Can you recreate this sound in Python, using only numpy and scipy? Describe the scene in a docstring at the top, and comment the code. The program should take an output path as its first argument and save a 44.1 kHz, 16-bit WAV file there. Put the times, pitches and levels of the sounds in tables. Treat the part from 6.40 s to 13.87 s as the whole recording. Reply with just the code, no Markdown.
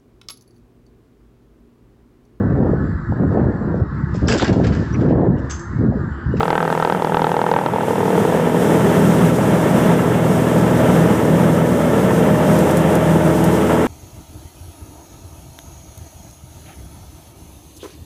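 """Sharp propeller slaps, one a turn, bounce around the cabin of a light piston aircraft.
It is starting its takeoff roll at a steady engine speed. As the blades bite the air, the slaps
soften into a hollow putter. The exhaust drones, the cabin booms, and the air thrown back by the
propeller (the wash) roars on the windscreen and hisses at the seals. Near the end a loose fitting ticks."""
import sys
import numpy as np
from scipy import signal
from scipy.fft import rfft, irfft, next_fast_len
from scipy.io import wavfile
from scipy.ndimage import uniform_filter1d, minimum_filter1d

SR = 44100
rng = np.random.default_rng(int(sys.argv[2]) if len(sys.argv) > 2 else 0)


def to_wav(s):
    """Save 16-bit WAV."""
    ch = np.atleast_2d(s).T  # columns
    pcm = np.round(np.clip(ch, -1, 1) * 32767)  # PCM
    wavfile.write(sys.argv[1], SR, pcm.astype(np.int16))


N = 329427
TIME = np.arange(N) / SR

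# How fast the propeller shaft spins: time_s, speed_hz (turns a second)
SHAFT_SPEED = [(0, 40.63), (2, 40.67), (3.5, 40.77), (5.3, 40.8), (6.4, 40.9), (7.47, 40.9)]
# The slap's shape and timing; a longer wave sounds blunter: time_s, half_length_s, late_s, jitter_s
SLAP_WAVE = [(0, 0.00023, 0.00026, 0.00039), (.4, 0.00022, 0.00025, 0.0004), (.55, 0.00028, .0008, 0.00018),
             (1.2, 0.00026, 0.00076, 0.00018), (1.6, 0.00032, .0002, 0.00022),
             (2.1, 0.00034, -0.0011, 0.00022), (2.8, 0.00053, 0.0032, 0.00046)]


def undb(db):
    """Turn decibels into a number to multiply by."""
    return 10 ** (np.asarray(db) / 20)


def curve(table, at=TIME):
    """Join a table's rows with straight lines in time; one curve for each column after the first."""
    times, *columns = np.transpose(table)
    return [np.interp(at, times, column) for column in columns]


def unit(x):
    """Scale a sound to a standard strength (rms 1)."""
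    return x / np.std(x)


def colour(x, spectrum):
    """Shape a sound's bass and treble with (pitch_hz, level_db) points, then scale it to rms 1."""
    hz, db = np.transpose(spectrum)
    size = next_fast_len(N + SR // 10)
    bins_hz = np.fft.rfftfreq(size, 1 / SR) + 1
    gain = undb(np.interp(np.log(bins_hz), np.log(hz), db))
    return unit(irfft(rfft(x, size) * gain, size)[:N])


def ring(x, hz, width_hz):
    """Let a sound ring at one pitch; a narrower width rings for longer."""
    return signal.lfilter(*signal.iirpeak(hz, hz / width_hz, fs=SR), x)


def wander(rate_hz):
    """A smooth random wobble, about 1 in size, that heads for a new value rate_hz times a second."""
    step = int(SR / rate_hz)
    held = np.repeat(rng.standard_normal(N // step + 2), step)[rng.integers(step):]
    return 1.34 * uniform_filter1d(uniform_filter1d(held, step), step)[:N]


def noise():
    """White noise: all pitches equally strong."""
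    return rng.standard_normal(N)


def seal_hiss(gusts, wash_db):
    """Air hisses at the cabin seals, louder as the thrust builds."""
    # The tone of the hiss: pitch_hz, level_db
    tone = [(2000, -2.5), (3600, 4), (4400, -4), (5500, 1.5), (7200, 2.5), (8600, 4), (9700, 0.5),
            (11500, 0), (14000, -3.5), (15500, -10)]
    # How the hiss rises and falls: time_s, level_db
    levels = [(0, -4), (.5, -2), (1.2, -2), (2.1, 1.5), (3, -1), (7.47, 0.1)]
    hiss = colour(noise(), tone) * (1 + 0.29 * (gusts - 1)) * undb(0.87 * wander(30))
    return hiss * undb(-37 + 0.83 * wash_db + curve(levels)[0])


def cabin_boom(wash_db, lurch_db=0.84, boom_hz=172, width_hz=42):
    """The wash and the wheels shake the cabin air in lurches, most of all at its own natural pitch."""
    # The tone of the low rumble: pitch_hz, level_db
    tone = [(25, -19), (45, -14), (66, -51), (80, -26), (102, -5.5), (140, -5), (180, 2.5), (200, 3),
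            (228, -5.5), (330, -7), (480, -20.5), (1000, -47)]
    # The rumble builds as the roll starts and eases as the wings take the weight: time_s, level_db
    levels = [(0, -10.5), (1.2, -2.5), (1.7, -0.5), (2.15, -2.5), (2.5, 0), (3.2, -0.5), (4, -1.5),
              (5.7, 2.5), (6.8, -1.5), (7.47, -1.5)]
    boom = unit(ring(ring(noise(), boom_hz, width_hz), boom_hz, width_hz))
    rumble = colour(noise(), tone) * undb(curve(levels)[0] + lurch_db * wander(6.4))
    return rumble * undb(-19 + 0.77 * wash_db) + boom * undb(-23 + 1.08 * wash_db)


def engine_clatter(turn, low_cut_hz=750):
    """The engine repeats the same rough clatter every two turns, pitched above most of the drone."""
    cycle = rng.standard_normal(2048)
    places = np.arange(len(cycle)) / len(cycle)
    clatter = unit(np.interp(turn / 2, places, cycle, period=1))
    return signal.sosfilt(signal.butter(4, low_cut_hz, "high", fs=SR, output="sos"), clatter)


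def wind_roar(turn, gusts, clatter_db=-9, flutter_db=1.0):
    """The wash roars on the windscreen; mixed with engine clatter, it makes windows and trim ring."""
    # The tone of the roar: pitch_hz, level_db
    tone = [(200, -13), (420, 1.5), (490, 1.5), (630, -2), (740, -5.5), (940, -5.5), (1060, -11),
            (1330, -11), (1460, -15), (1800, -16), (2450, -23), (3200, -26), (4200, -46), (8000, -85)]
    # The narrow rings of windows and trim: pitch_hz, width_hz, level_db
    trim_rings = [(645, 30, -8), (1341, 30, -4.5), (1535, 27, -3.5), (1676, 43, -8), (1788, 50, -3.5),
                  (2020, 22, -14), (2165, 32, -2), (2772, 17, 4), (3160, 53, -2), (3440, 65, 3),
                  (3680, 45, -1)]
    # The roar builds with the thrust, then holds: time_s, level_db
    levels = [(0, -25.5), (1.4, -24), (1.7, -21), (2.15, -20.5), (2.36, -17.6), (2.65, -19.4),
              (2.82, -18.6), (3, -20), (3.5, -17.5), (3.65, -20), (4.25, -20.5), (4.48, -17.2),
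              (4.66, -17.8), (4.8, -19.8), (5.25, -21.3), (5.5, -20), (5.85, -18.5), (6.2, -18.5),
              (6.9, -20), (7.47, -18)]
    clatter = undb(clatter_db) * engine_clatter(turn)
    rush = (noise() + clatter) * gusts * undb(flutter_db * wander(60))
    trim = sum(undb(db) * ring(rush, hz, width_hz) for hz, width_hz, db in trim_rings)
    return colour(rush + trim, tone) * undb(curve(levels)[0])


def fitting_ticks(rise_s=0.0007, chatter_db=2.5):
    """A loose fitting strikes sharply and chatters for a few thousandths of a second."""
    # Each strike of the fitting: start_s, level_db, decay_s
    strikes = [(6.188, -26, .005), (6.310, -29, .006), (6.369, -24.5, .008), (6.552, -25.5, .006),
               (7.040, -22, 0.0063)]
    # The bright tone of a tick: pitch_hz, level_db
    tone = [(3000, -20), (6000, -7), (11500, -3), (15500, -13)]
    envelope = 0
    for start_s, db, decay_s in strikes:
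        age = np.maximum(TIME - start_s, 0)
        envelope += undb(db) * (1 - np.exp(-age / rise_s)) * np.exp(-age / decay_s)
    return envelope * colour(noise() * undb(chatter_db * wander(2500)), tone)


def engine_drone(turn, waver_db=1.8, wobble=0.032):
    """Exhaust and blade tones follow the shaft; uneven firing shakes each one, the lowest least."""
    # The tones that make up the drone: shaft_multiple (of the shaft speed), level_db
    tones = [(2, -16), (3, -12.5), (4, -6.5), (5, -16.5), (6, -8.5), (7, -17.5), (7.5, -14), (8, -14),
             (8.5, -17.5), (9, -19), (10, -26), (10.5, -14.5), (11, -15.5), (12, -19), (12.5, -19.5),
             (13, -14.5), (14, -19), (15, -17), (15.5, -18.5), (21, -24)]
    # The drone firms up as the aircraft gathers speed: time_s, level_db
    levels = [(0, -32.5), (1.3, -37), (2, -25), (2.7, -17), (3.6, -19.5), (4.5, -14.5), (5.2, -17),
              (5.8, -18), (6.3, -18), (6.9, -17.5), (7.47, -17)]
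    # Tones that sing out for a while: shaft_multiple, peak_s, spread_s, level_db
    swells = [(4, .65, 0.23, -31.5), (6, 2.3, 0.7, -28), (12, 2.05, .2, -31), (4, 1.85, 0.17, -31),
              (6, 1.96, 0.24, -32), (10, 2.7, 0.31, -25), (10, 4.1, 0.86, -28.5), (3, 4.03, 1.46, -25),
              (8, 3.26, 0.17, -27.5), (12, 3.6, 0.22, -30), (7.5, 4.72, 0.22, -26), (14, 5.2, 0.45, -27),
              (13, 6.4, 0.44, -26.5), (11, 5.78, 0.39, -27.5), (6, 5.6, .6, -28), (15, 6.01, 0.27, -25.5),
              (15, 6.94, 0.41, -29), (4, 6.67, 0.3, -19.5), (2, 6.9, 1.2, -31), (8, 7.5, 1.05, -23.5),
              (6, 7.55, 0.3, -21.5), (10.5, 7.4, 0.47, -25)]
    drone_db, = curve(levels)
    drone = 0
    for multiple, db in tones:
        swell = sum(undb(peak_db) * np.exp(-((TIME - peak_s) / spread_s) ** 2 / 2)
                    for which, peak_s, spread_s, peak_db in swells if which == multiple)
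        shake = min(multiple / 4, 1) ** 2
        phase = 2 * np.pi * (multiple * turn + rng.random()) + multiple * wobble * wander(12)
        size = np.hypot(undb(drone_db + db), swell) * undb(shake * waver_db * wander(5))
        drone += size * np.sqrt(2) * np.sin(phase)
    return drone


def lull_db(at):
    """Slack air lets slap and putter fall away briefly; gives the change in dB at each time."""
    # Short dips, and one small lift: middle_s, length_s, change_db
    lulls = [(.056, .025, -3), (.585, .05, -7), (1.225, .05, -2), (1.311, .025, -21), (1.46, .025, -17),
             (1.545, .05, -2), (1.853, .025, 2.5), (2.05, .025, -14)]
    return sum(db * (np.abs(at - middle_s) < length_s / 2) for middle_s, length_s, db in lulls)


def hollow_putter(turn, shaft_hz, rise_s=0.0018, decay_s=0.0067, uneven_db=2.4, detune=0.018,
                  upper_hz=890, upper_peak_s=0.0026, middle_hz=660, middle_db=-13, deep_hz=250):
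    """Each blunt slap thumps four hollow rings out of the cabin; the upper one swells and soon stops."""
    # The putter, with two rings set against its main one: time_s, level_db, pitch_hz, upper_db, deep_db
    thumps = [(0, -32, 462, -8, -16), (.6, -31.8, 476, 1.5, -11), (1.3, -28.5, 483, 3, -9),
              (1.52, -22.8, 466, -5, -5), (1.83, -22, 458, -10, -5.5), (2.15, -25, 458, -12, 0),
              (2.45, -20.5, 435, -8, -2), (2.8, -30.5, 412, -5, -14.5), (4.5, -31.5, 426, -2, -4)]
    db, main_hz, upper_db, deep_db = curve(thumps)
    age = turn % 1 / shaft_hz
    envelope = (1 - np.exp(-age / rise_s)) * np.exp(-age / decay_s) * (1 - (turn % 1) ** 2)
    short = envelope * np.exp(-age / decay_s)  # the middle and deep rings die twice as fast
    angle = 2 * np.pi * age * (1 + detune * wander(40))
    main = unit(-np.sin(main_hz * angle) * envelope)
    upper = unit(-np.sin(upper_hz * angle) * age * np.exp(-(age / upper_peak_s) ** 2 / 2))
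    middle = unit(-np.sin(middle_hz * angle) * short)
    deep = unit(np.sin(deep_hz * angle) * short)
    rings = main + undb(upper_db) * upper + undb(middle_db) * middle + undb(deep_db) * deep
    return rings * undb(db + uneven_db * wander(40) + lull_db(TIME - age))


def slap_strength(at, uneven_db=1.4):
    """How hard a slap hits, in dB: uneven from turn to turn, weak in a lull, hard at a crack."""
    # The ordinary slap fades as the blades bite: time_s, strength_db
    strengths = [(0, -8), (.35, -13), (.55, -10), (.7, -15.5), (1.08, -13), (1.3, -16.5), (1.7, -14.5),
                 (2, -16), (2.3, -28)]
    # Hard cracks, where a blade cuts through a swirl of air: time_s, strength_db
    cracks = [(.007, -2), (.031, -4), (.082, -8), (.106, -3), (.130, -5), (.155, -5), (.178, -4.5),
              (.203, -9), (.327, -10), (.376, -13), (.401, -10), (.426, -4.5), (.451, -3.5), (.5, -8),
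              (.524, -8), (.623, -11), (.647, -7), (.746, -1), (.770, -3), (.820, -4.5), (.844, -4.5),
              (.869, -10), (.918, -11), (.967, -7), (1.016, -8), (1.041, -13), (1.114, -6), (1.139, -6.5),
              (1.164, -4.5), (1.189, -11), (1.262, -6)]
    db = curve(strengths, at)[0] + uneven_db * wander(80) + lull_db(at)
    half_turn_s = 0.5 / SHAFT_SPEED[0][1]
    for time_s, crack_db in cracks:
        db = np.where(np.abs(at - time_s) < half_turn_s, crack_db, db)
    return db


def cabin_echoes(wave, trip_s=0.00229, bounce=0.4, dull_hz=1700):
    """A slap rings the panels and bounces across the cabin twice, weaker and duller each time."""
    # The rings of the cabin panels: pitch_hz, width_hz, level_db
    panel_rings = [(167, 62, 4.5), (270, 114, 2.5), (726, 370, -3), (833, 62, -4.5), (930, 77, -2),
                   (1328, 69, 4), (1557, 46, 10), (1830, 90, 9)]
    panels = sum(undb(db) * ring(wave, hz, width_hz) for hz, width_hz, db in panel_rings)
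    echo, echoes = wave, 0
    for _ in range(2):
        delayed = np.pad(echo, (int(trip_s * SR), 0))[:N]
        echo = bounce * signal.lfilter(*signal.butter(1, dull_hz, fs=SR), delayed)
        echoes += echo
    return panels + echoes


def blade_slaps(turn, shaft_hz, crack_hz=3200, crack_s=0.00013,
                tail_db=-14, tail_s=0.0019, tail_hz=1200, tail_width_hz=700):
    """Once a turn a blade throws a pressure wave into the cabin: a quick push, then a pull."""
    age = (turn - np.round(turn)) / shaft_hz  # seconds from the nearest slap, negative before it
    strength_db = slap_strength(TIME - age)
    size = undb(strength_db + 6)
    half_length_s = curve(SLAP_WAVE)[0] * np.exp(0.054 * wander(40.26))
    position = age / half_length_s
    wave = -position * np.exp(-position ** 2 / 2) * size
    # A strong wave steepens into a shock, so its bright crack gains 2 dB for each 1 dB of slap.
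    front = age * np.exp(0.12 * wander(40.4))  # some shock fronts are steeper than others
    crack_envelope = np.exp(-(front / crack_s) ** 2 / 2) * undb(2 * strength_db)
    crack = -np.sin(2 * np.pi * crack_hz * front) * crack_envelope
    # Seats and struts scatter the wave into a short, noisy tail.
    burst = noise() * (age > 0) * np.exp(-np.abs(age) / tail_s) * size
    burst *= np.sqrt(SR / 2 / tail_width_hz)  # makes up for what the narrow rings take away
    tail = ring(ring(burst, tail_hz, tail_width_hz), tail_hz, 2 * tail_width_hz)
    return wave + crack + tail * undb(tail_db) + cabin_echoes(wave)


def scene(first_slap_s=0.0066, buffet_db=0.5, slap_low_cut_hz=95):
    """One shaft times the slaps, the drone and the gusts; the buffeting wash drives boom and hiss."""
    # How hard the wash hits the cabin, about 0 dB at full thrust: time_s, level_db
    wash_levels = [(0, -5.5), (1.42, -6.5), (1.84, -0.6), (2.1, -4.5), (2.3, 1.5), (2.6, 1), (2.85, 2.1),
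                   (2.97, 0), (3.5, 3), (3.63, 0), (4.0, 0), (4.26, -0.5), (4.48, 3), (4.63, 2.5),
                   (4.78, 0), (5.27, -1.5), (5.95, 1), (6.75, 0.0), (7.46, 0)]
    shaft_hz, = curve(SHAFT_SPEED)
    turn = np.cumsum(shaft_hz) / SR - first_slap_s * shaft_hz[0] + 0.0028 * wander(20)  # turns so far
    # In swirling air the blade slaps a little earlier or later on every turn.
    _, late_s, jitter_s = curve(SLAP_WAVE)
    slap_turn = turn - shaft_hz * (late_s + jitter_s * wander(60))
    wash_db = curve(wash_levels)[0] + buffet_db * wander(12)
    gusts = 1 + 0.014 * np.sin(2 * np.pi * turn) + 0.045 * np.sin(2 * np.pi * 2 * turn)
    propeller = blade_slaps(slap_turn, shaft_hz) + hollow_putter(slap_turn, shaft_hz)
    # Short slaps carry little bass.
    propeller = signal.lfilter(*signal.butter(1, slap_low_cut_hz, "high", fs=SR), propeller)
    cabin = propeller + engine_drone(turn) + cabin_boom(wash_db)
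    cabin += wind_roar(turn, gusts) + seal_hiss(gusts, wash_db) + fitting_ticks()
    return cabin[None]


def record(dry, ceiling=0.76, low_cut_hz=68, high_cut_hz=15500):
    """The microphone drops the deepest bass; a fast limiter turns peaks down; the top treble is cut."""
    heard = signal.sosfilt(signal.butter(4, low_cut_hz, "high", fs=SR, output="sos"), dry)
    gain = ceiling / np.maximum(np.abs(heard), ceiling)
    gain = uniform_filter1d(minimum_filter1d(gain, size=90), size=90)  # held and smoothed over 2 ms
    return signal.sosfilt(signal.ellip(14, 0.2, 80, high_cut_hz, fs=SR, output="sos"), heard * gain)


dry = scene()
out = record(dry)
to_wav(out)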